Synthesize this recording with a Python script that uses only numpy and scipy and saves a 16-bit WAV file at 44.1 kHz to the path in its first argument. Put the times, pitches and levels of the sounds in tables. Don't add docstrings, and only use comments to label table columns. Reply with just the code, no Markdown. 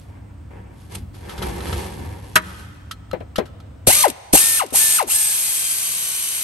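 import sys
import numpy as np
from scipy import signal
from scipy.fft import rfft, irfft
from scipy.io import wavfile
from scipy.ndimage import uniform_filter1d

SR = 44100
rng = np.random.default_rng(int(sys.argv[2]) if len(sys.argv) > 2 else 0)


def file_out(sig):
    cols = np.atleast_2d(sig).T
    lim = np.clip(cols, -1, 1)
    pcm = np.round(lim * 32767).astype(np.int16)
    wavfile.write(sys.argv[1], SR, pcm)


N = 283959
T = np.arange(N) / SR
HZ = np.fft.rfftfreq(N, 1 / SR)

VANES_PER_CRANK, LOADED_WAVER = 23.2, .009
# (press [s], release [s], valve opening [s], spin-up [s], spin-up curve [exponent],
# top vane rate before sag [Hz], base hiss [dB], base chuff [dB], opening surge [dB], base whoop [dB])
TRIGGER_PULLS = [(3.866, 4.033, 0.0069, 0.038, 1.2, 1256, -13.5, -24, 7.5, -10),
                 (4.326, 4.587, 0.0053, 0.044, 1.65, 1876, -14, -27.5, 11, -20.5),
                 (4.722, 4.979, 0.03, .037, 1.55, 1815, -12, -25.5, 4, -18.5),
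                 (5.062, 6.5, 0.04, 0.038, 1.6, 1765, -15, -29.5, 3.5, -15)]


def ratchet():
    vane_hz, hiss, chuff, whine_gain, whoop_gain = np.max([pull(*row) for row in TRIGGER_PULLS], axis=0)
    load = np.clip((1750 - vane_hz) / 550, .2, 1)
    cycles = np.cumsum(vane_hz * (1 + LOADED_WAVER * load * wander(26))) / SR
    crank = cycles / VANES_PER_CRANK % 1
    air = exhaust(hiss, chuff, cycles, crank, load)
    snaps = pawl(chuff, crank, load)
    highs = whine(whine_gain, vane_hz, cycles, load)
    lows = whoop(whoop_gain, cycles)
    direct = air + snaps + air_blasts()
    return from_left(direct + bay(highs, wet_db=-2.5, decay_s=.011) + bay(lows, wet_db=-9.5, decay_s=.02))


VALVE_CURVE, SURGE_S = 2.07, .08
START_HZ, STALL_HZ = 111, 170
SETTLE_S, SETTLE_LIMIT = 1.0, .65
SAG_SHARE, HISS_FADE_DB, CHUFF_FADE_DB = .225, -11, -4.5
COAST_S, WHOOP_RISE_S, HISS_FALL_DB_PER_S, CHUFF_FALL_DB_PER_S = .042, .0068, 449, 282
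# (vane rate [Hz], level against the hiss [dB])
TONE_UNDER_AIR = [(150, -25), (350, -10.5), (660, -9), (930, -10.5), (1060, -49.5), (1210, -16.5),
                  (1450, -38.5), (1640, -33), (1780, -18), (1830, -19.5)]
# (vane rate [Hz], level against the base whoop [dB])
TONE_COASTING = [(130, -44), (250, -25), (430, -10.5), (800, 1.5), (1100, 3.5), (1750, -8)]


def pull(press, release, valve_s, spin_up_s, spin_curve, top_hz, hiss_db, chuff_db, surge_db, whoop_db):
    held = np.clip(T - press, 0, release - press)
    coasted = np.maximum(T - release, 0)
    valve = 1 - np.exp(-(held / valve_s) ** VALVE_CURVE)
    settled = np.minimum(1 - np.exp(-held / SETTLE_S), SETTLE_LIMIT)
    spin = 1 - np.exp(-(held / spin_up_s) ** spin_curve)
    driven_hz = (START_HZ + (top_hz - START_HZ) * spin) * (1 - SAG_SHARE * settled)
    vane_hz = (T > press) * driven_hz * np.exp(-coasted / COAST_S)
    air = valve * amp(surge_db * np.exp(-held / SURGE_S))
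    hiss = air * amp(hiss_db + HISS_FADE_DB * settled - HISS_FALL_DB_PER_S * coasted)
    chuff = air * amp(chuff_db + CHUFF_FADE_DB * settled - CHUFF_FALL_DB_PER_S * coasted)
    whine_gain = hiss * spin ** 3
    shut = 1 - np.exp(-(coasted / WHOOP_RISE_S) ** 2)
    driven = (1 - shut) * hiss * amp(curve(TONE_UNDER_AIR, vane_hz))
    coasting = shut * amp(whoop_db + curve(TONE_COASTING, vane_hz))
    whoop_gain = (driven + coasting) * np.minimum(vane_hz / STALL_HZ, 1) ** 2
    return vane_hz, hiss, chuff, whine_gain, whoop_gain


# (frequency [Hz], relative level [dB])
EXHAUST_EQ = [(100, -18), (500, -21.5), (1200, -16), (2000, -13), (2500, -7), (3500, -9.5), (4150, -8),
              (4900, -11.5), (7200, -9.5), (8600, -4), (10700, 0), (11700, -3), (12500, -14.5),
              (13300, -32.5)]


def exhaust(hiss, chuff, cycles, crank, load):
    stroke = 1 + .23 * load * np.cos(2 * np.pi * crank)
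    puffs = unit(1 + .13 * np.cos(2 * np.pi * cycles)) * amp(.5 * wander(310)) * stroke
    top = hiss * noise(eq(EXHAUST_EQ) * band(5400, 26000))
    body = chuff * amp(1) * noise(eq(EXHAUST_EQ) * band(43, 6200))
    return (top + body) * puffs


# (frequency [Hz], relative level [dB])
WHINE_EQ = [(1800, -25), (2200, -9), (2430, -43), (2700, -6), (3050, -24), (3200, -23.5), (3450, -34),
            (3620, -27), (3800, -24), (4700, -28), (5300, -33), (6100, -21), (7400, -30), (8500, -10),
            (9100, -16.5), (9700, -12), (12500, -61)]


def whine(gain, vane_hz, cycles, load):
    overtones = sum(eq(WHINE_EQ, k * vane_hz) * np.cos(2 * np.pi * k * cycles) for k in range(2, 7))
    shaft = sum(amp(-31 - 2.5 * np.log2(k)) * np.cos(2 * np.pi * (k * cycles / 4 + rng.random()))
                for k in range(2, 30) if k % 4)
    bite = amp(2.9 * wander(34) + 3.4 * (load + .5))
    return gain * (np.sqrt(2) * overtones + shaft) * bite


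FLOOR_ECHO_S, FLOOR_ECHO_DB = .017, -18


def whoop(gain, cycles):
    pulses = sum(amp(-15 * np.log2(k)) * np.cos(2 * np.pi * k * cycles) for k in range(1, 5))
    tone = gain * np.sqrt(2) * pulses * amp(1.4 * wander(160))
    return tone + amp(FLOOR_ECHO_DB) * np.interp(T - FLOOR_ECHO_S, T, tone)


# (time [s], level [dB], decay [s])
RUN_DOWN_SNAPS = [(4.079, -19, 0.011), (4.100, -14.5, 0.0028), (4.662, -30.5, 0.0064), (4.685, -40, .007),
                  (4.704, -36, 0.015), (5.025, -17.5, 0.004)]


def pawl(chuff, crank, load):
    snaps = chuff * load ** 2 * np.exp(-crank / .07) + hits(RUN_DOWN_SNAPS, rise_s=.001)
    return snaps * noise(eq(EXHAUST_EQ) * band(1500, 13000))


# (time [s], level [dB], decay [s])
BLAST_HITS = [(3.872, -5.5, 0.011), (4.335, -7, 0.011), (4.724, -27.5, 0.02), (5.07, -30.5, 0.011)]
# (frequency [Hz], relative level [dB])
BLAST_EQ = [(20, -15), (45, 2), (75, 2.5), (130, -2.5), (280, 2.5), (480, 1.5), (800, -5.5), (1500, -27),
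            (4000, -50)]


def air_blasts():
    return hits(BLAST_HITS, rise_s=.00057) * noise(eq(BLAST_EQ) * band(42, 8000))


# (time [s], level [dB], decay [s])
ROTOR_KICKS = [(3.1325, -17, 0.016), (3.206, -25.5, .012), (3.383, -11.5, 0.018)]
# (frequency [Hz], relative level [dB])
KICK_EQ = [(60, -23), (180, 2), (330, -1.5), (550, 2), (780, -1), (1300, -15), (2200, -14.5), (3500, -29),
           (6000, -48)]


def feathered_trigger():
    starts = np.array(ROTOR_KICKS)[:, 0]
    latest = np.maximum(np.searchsorted(starts, T) - 1, 0)
    age = abs(T - starts[latest])
    vane_hz = 620 * np.exp(-age / .075) * (1 + .1 * wander(200))
    cycles = np.cumsum(vane_hz) / SR
    rotor = amp(-1) * bay(np.cos(2 * np.pi * cycles), wet_db=-4, decay_s=.0075)
    puff = amp(-.5) * noise(eq(KICK_EQ))
    return from_left(hits(ROTOR_KICKS, rise_s=.0018) * (rotor + puff))


# (frequency [Hz], relative level [dB])
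CLACK_EQ = [(150, -5), (400, -9), (800, -15), (1300, 7), (2500, -5.5), (5000, -0.5), (7000, -3), (11500, 2),
            (13500, -36.5)]


def socket():
    crack = hits([(2.3555, -4, .0083)], rise_s=.0022) * noise(eq(CLACK_EQ))
    brackets = hits([(2.359, -3, .012)], rise_s=.00038) * noise(eq(CLACK_EQ) * band(130, 2970))
    return crack + brackets


# (frequency [Hz], relative level [dB], t60 [s])
BOLT_MODES = [(185.5, -20.5, 1), (326, -23, 0.52), (627, -2.5, 0.12), (968, -1, 0.13), (1334, -16.5, 0.072),
              (1610, 3, .06), (1800, -10, 0.11), (2110, -15, 0.064), (2660, 3, 0.049), (2998, -16.5, 0.021),
              (3870, -19, 0.034), (4000, -5, 0.091)]


def bolt():
    age = np.maximum(T - 2.3595, 0)
    return amp(-14.5) * from_left(ring(BOLT_MODES, age))


GRAINS_PER_S = 5500
# (peak time [s], rise [s], fall [s], muffled rustle [dB], bright scrape [dB])
SLEEVE_MOVES = [(.02, 0.068, 0.09, -65, -59), (.14, 0.083, 0.15, -49, -82),
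                (0.517, 0.0093, 0.18, -42.5, -66), (.83, 0.08, .12, -76, -57),
                (0.956, 0.046, 0.032, -38.5, -42.5), (1.155, 0.018, 0.26, -49.5, -52.5),
                (1.32, 0.098, 0.3, -36, -47.5), (1.438, 0.031, 0.24, -28, -38.5),
                (1.78, .17, 0.15, -30, -36.5), (2.05, 0.082, 0.21, -37.5, -50.5),
                (2.58, 0.38, .11, -46.5, -48)]
# (frequency [Hz], relative level [dB])
RUB_EQ = [(120, -12.5), (190, 3), (270, -22), (360, 3.5), (520, -9.5), (850, -7.5), (1400, -16.5),
          (3000, -17.5), (7000, -26.5), (11500, -19), (13200, -58)]


def rubbing():
    peaks, rises, falls, rustle_db, scrape_db = np.transpose(SLEEVE_MOVES)
    grain_gain = amp(2.2 * np.minimum(rng.exponential(1, N), 4))
    grains = grain_gain * (rng.random(N) < GRAINS_PER_S / SR)
    muffled = noise(eq(RUB_EQ) * band(120, 2500), grains, ripple_db=4)
    bright = noise(eq(RUB_EQ) * band(2650, 16000), grains)
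    rustle = swells(peaks, rises, falls, rustle_db) * muffled
    scrape = swells(peaks, rises, falls, scrape_db) * bright
    swipe = amp(-28) * np.exp(-abs(T - .955) / .0055) * noise(eq(EXHAUST_EQ) / np.sqrt(HZ + 1500))
    return (rustle + scrape) * amp(wander(27)) + swipe


# (time [s], level [dB], decay [s])
CLICK_HITS = [(0.951, -36.5, 0.0046), (1.143, -46.5, 0.024), (1.293, -34.5, 0.028), (1.378, -33, 0.017),
              (1.422, -25.5, 0.014), (1.605, -28, .005), (1.669, -25.5, 0.0046), (1.727, -24.5, 0.01),
              (2.911, -22.5, 0.0086), (3.113, -23.5, 0.002), (3.13, -35, 0.0043), (3.204, -41.5, 0.0026),
              (3.358, -19.5, 0.0075), (3.381, -21, 0.0076), (3.455, -42, 0.015), (3.601, -42, 0.0061)]
# (frequency [Hz], relative level [dB])
CLICK_EQ = [(400, -19), (900, -16), (1300, 4.5), (1900, -4.5), (2600, -5.5), (3200, 1), (4100, -5),
            (5500, -7), (7200, -13.5), (9000, -14), (11500, -6), (13500, -52)]
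# (frequency [Hz], level against the click [dB], t60 [s])
HEAD_MODES = [(1307, -9, 0.096), (2820, -10.5, 0.018), (4130, -17, 0.11)]


def metal_clicks():
    clicks = hits(CLICK_HITS, rise_s=.0018) * noise(eq(CLICK_EQ))
    blows = np.zeros(N)
    for start, db, _ in CLICK_HITS:
        blows[round(start * SR)] = amp(db)
    return clicks + signal.oaconvolve(blows, ring(HEAD_MODES, T[:SR // 5]))[:N]


DRONE_DB, HUM_DB, HUM_HZ = -40, -41.5, 99.5
SINK_AT_S, SINK_S, SINK_DB, SINK_DB_PER_S = 3.85, .29, -13, 3
# (peak time [s], rise [s], fall [s], level [dB])
HOSE_BUMPS = [(0.998, .04, 0.18, -33.5), (1.47, .1, 0.47, -29.5), (1.77, 0.09, 0.045, -28),
              (2.019, 0.057, 0.12, -28.5)]
# (frequency [Hz], relative level [dB])
RUMBLE_EQ = [(20, -34.5), (35, -21.5), (52, -6.5), (76, 1.5), (110, -7), (170, -15), (300, -16), (600, -59)]
# (frequency [Hz], relative level [dB])
ROOM_TONE_EQ = [(120, 0), (300, -15.5), (450, -6), (1000, -10), (2000, -17.5), (4000, -28.5), (7000, -32),
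                (9000, -26.5), (11500, -108), (13500, -74)]


def workshop():
    since = np.maximum(T - SINK_AT_S, 0)
    sink = amp(SINK_DB * np.minimum(since / SINK_S, 1) - SINK_DB_PER_S * since)
    rumble_gain = np.hypot(amp(DRONE_DB) * sink, swells(*np.transpose(HOSE_BUMPS)))
    hum = amp(HUM_DB) * sink * np.sin(2 * np.pi * HUM_HZ * T + .52 * wander(6.5))
    rumble = rumble_gain * noise(eq(RUMBLE_EQ))
    room_tone = amp(-54) * noise(eq(ROOM_TONE_EQ) * band(110, 12500))
    return rumble + hum + room_tone


# (frequency [Hz], t60 [s])
WORKSHOP_T60 = [(100, 0.65), (500, 2.6), (1500, 1.3), (6000, 2.3), (12000, 0.99)]


def workshop_reverb(x):
    hz, t, bands = signal.stft(rng.standard_normal((2, 2 * SR)), SR, nperseg=256)
    colour = eq([(100, .5), (500, .5), (1400, 10.5), (4000, 2), (8000, -5), (12000, -7)], hz)[:, None]
    decay = amp(-60 * t / curve(WORKSHOP_T60, hz)[:, None])
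    bloom = 1 - np.exp(-t / .062)
    tail = signal.istft(bands * colour * decay * bloom, SR, nperseg=256)[1]
    return signal.fftconvolve(x.mean(0)[None], tail / np.linalg.norm(tail[0]), axes=1)[:, :N]


def bay(x, wet_db, decay_s):
    t = T[:4000]
    taps = rng.standard_normal((2, len(t))) * (rng.random((2, len(t))) < .05)
    taps *= np.exp(-t / decay_s) * (t > .001)
    taps *= amp(wet_db) / np.linalg.norm(taps, axis=1, keepdims=True)
    taps[:, 0] = 1
    return signal.oaconvolve(x[None], taps / np.hypot(1, amp(wet_db)), axes=1)[:, :N]


# (frequency [Hz], left minus right [dB])
TOOL_PAN = [(100, 7), (300, 2.5), (550, 11), (1000, 7.5), (1700, 4.5), (2300, 6.5), (3800, 3.5),
            (4800, 6.5), (7000, 2.5), (8500, -1.5)]
# (frequency [Hz], lead of the left [rad])
TOOL_PHASE = [(100, 0.4), (500, 0), (1100, 2.5), (2000, 0.2), (3200, -1.5), (7500, -1.7), (8500, -1.5)]


def from_left(x):
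    ratio = amp(-curve(TOOL_PAN))
    sides = np.array([np.ones(len(HZ)), ratio * np.exp(-1j * curve(TOOL_PHASE))])
    return shaped(x, sides * np.sqrt(2 / (1 + ratio ** 2)))


# (frequency [Hz], left-right coherence [0-1])
COHERENCE = [(150, 0.98), (400, 0.15), (800, 0.18), (2000, 0.29), (3500, 0.55), (5000, 0.29), (7500, 0.69),
             (8500, 0.305)]


def noise(colour, grains=1, ripple_db=1.5):
    left, other = rfft(rng.standard_normal((2, N)) * grains)
    alike = curve(COHERENCE)
    right = alike * left + np.sqrt(1 - alike ** 2) * other
    ripple = unit(uniform_filter1d(rng.standard_normal(len(HZ)), size=300)) * np.minimum(HZ / 500, 1)
    return unit(irfft(np.array([left, right]) * colour * amp(ripple_db * ripple), N))


def hits(rows, rise_s):
    ages = [np.maximum(T - row[0], 0) for row in rows]
    return sum(amp(db) * (1 - np.exp(-age / rise_s)) * np.exp(-age / decay_s)
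               for age, (_, db, decay_s) in zip(ages, rows))


def swells(peaks, rises, falls, levels_db):
    strokes = (amp(db) * np.exp(-np.where(T < peak, ((peak - T) / rise) ** 2, (T - peak) / fall))
               for peak, rise, fall, db in zip(peaks, rises, falls, levels_db))
    return np.sqrt(sum(stroke ** 2 for stroke in strokes))


def ring(modes, age):
    return sum(amp(db - 60 * age / t60) * np.sin(2 * np.pi * hz * age) for hz, db, t60 in modes)


def wander(rate_hz):
    return unit(shaped(rng.standard_normal(N), 1 / (1 + (HZ / rate_hz) ** 4)))


def band(low_hz, high_hz):
    return 1 / np.sqrt((1 + (low_hz / (HZ + 1)) ** 12) * (1 + (HZ / high_hz) ** 12))


def shaped(x, gain):
    return irfft(rfft(x) * gain, N)


def curve(points, hz=HZ):
    point_hz, values = np.transpose(points)
    return np.interp(np.log(hz + 1), np.log(point_hz), values)


def eq(points, hz=HZ):
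    return amp(curve(points, hz))


def amp(db):
    return 10 ** (np.asarray(db) / 20)


def unit(x):
    return x / np.sqrt(np.mean(x ** 2) + 1e-20)


def scene():
    near = ratchet() + feathered_trigger() + socket() + rubbing() + metal_clicks()
    return near + bolt() + amp(-26.5) * workshop_reverb(near) + workshop()


HIGH_CUT_HZ = 15900


def record(dry):
    left, right = rfft(dry)
    share = np.clip((HZ - 7600) / 900, 0, .93)
    phase_turn = np.exp(2j * np.pi * np.clip((HZ - 8700) / 3100, 0, 1))
    right = ((1 - share) * right + share * left) * phase_turn
    clipped = np.clip(irfft(np.array([left, right]), N), -1, 1)
    high_cut = signal.firwin(511, HIGH_CUT_HZ, window=("kaiser", 9), fs=SR)
    return signal.oaconvolve(clipped, high_cut[None], "same")


dry = scene()
out = record(dry)
file_out(out)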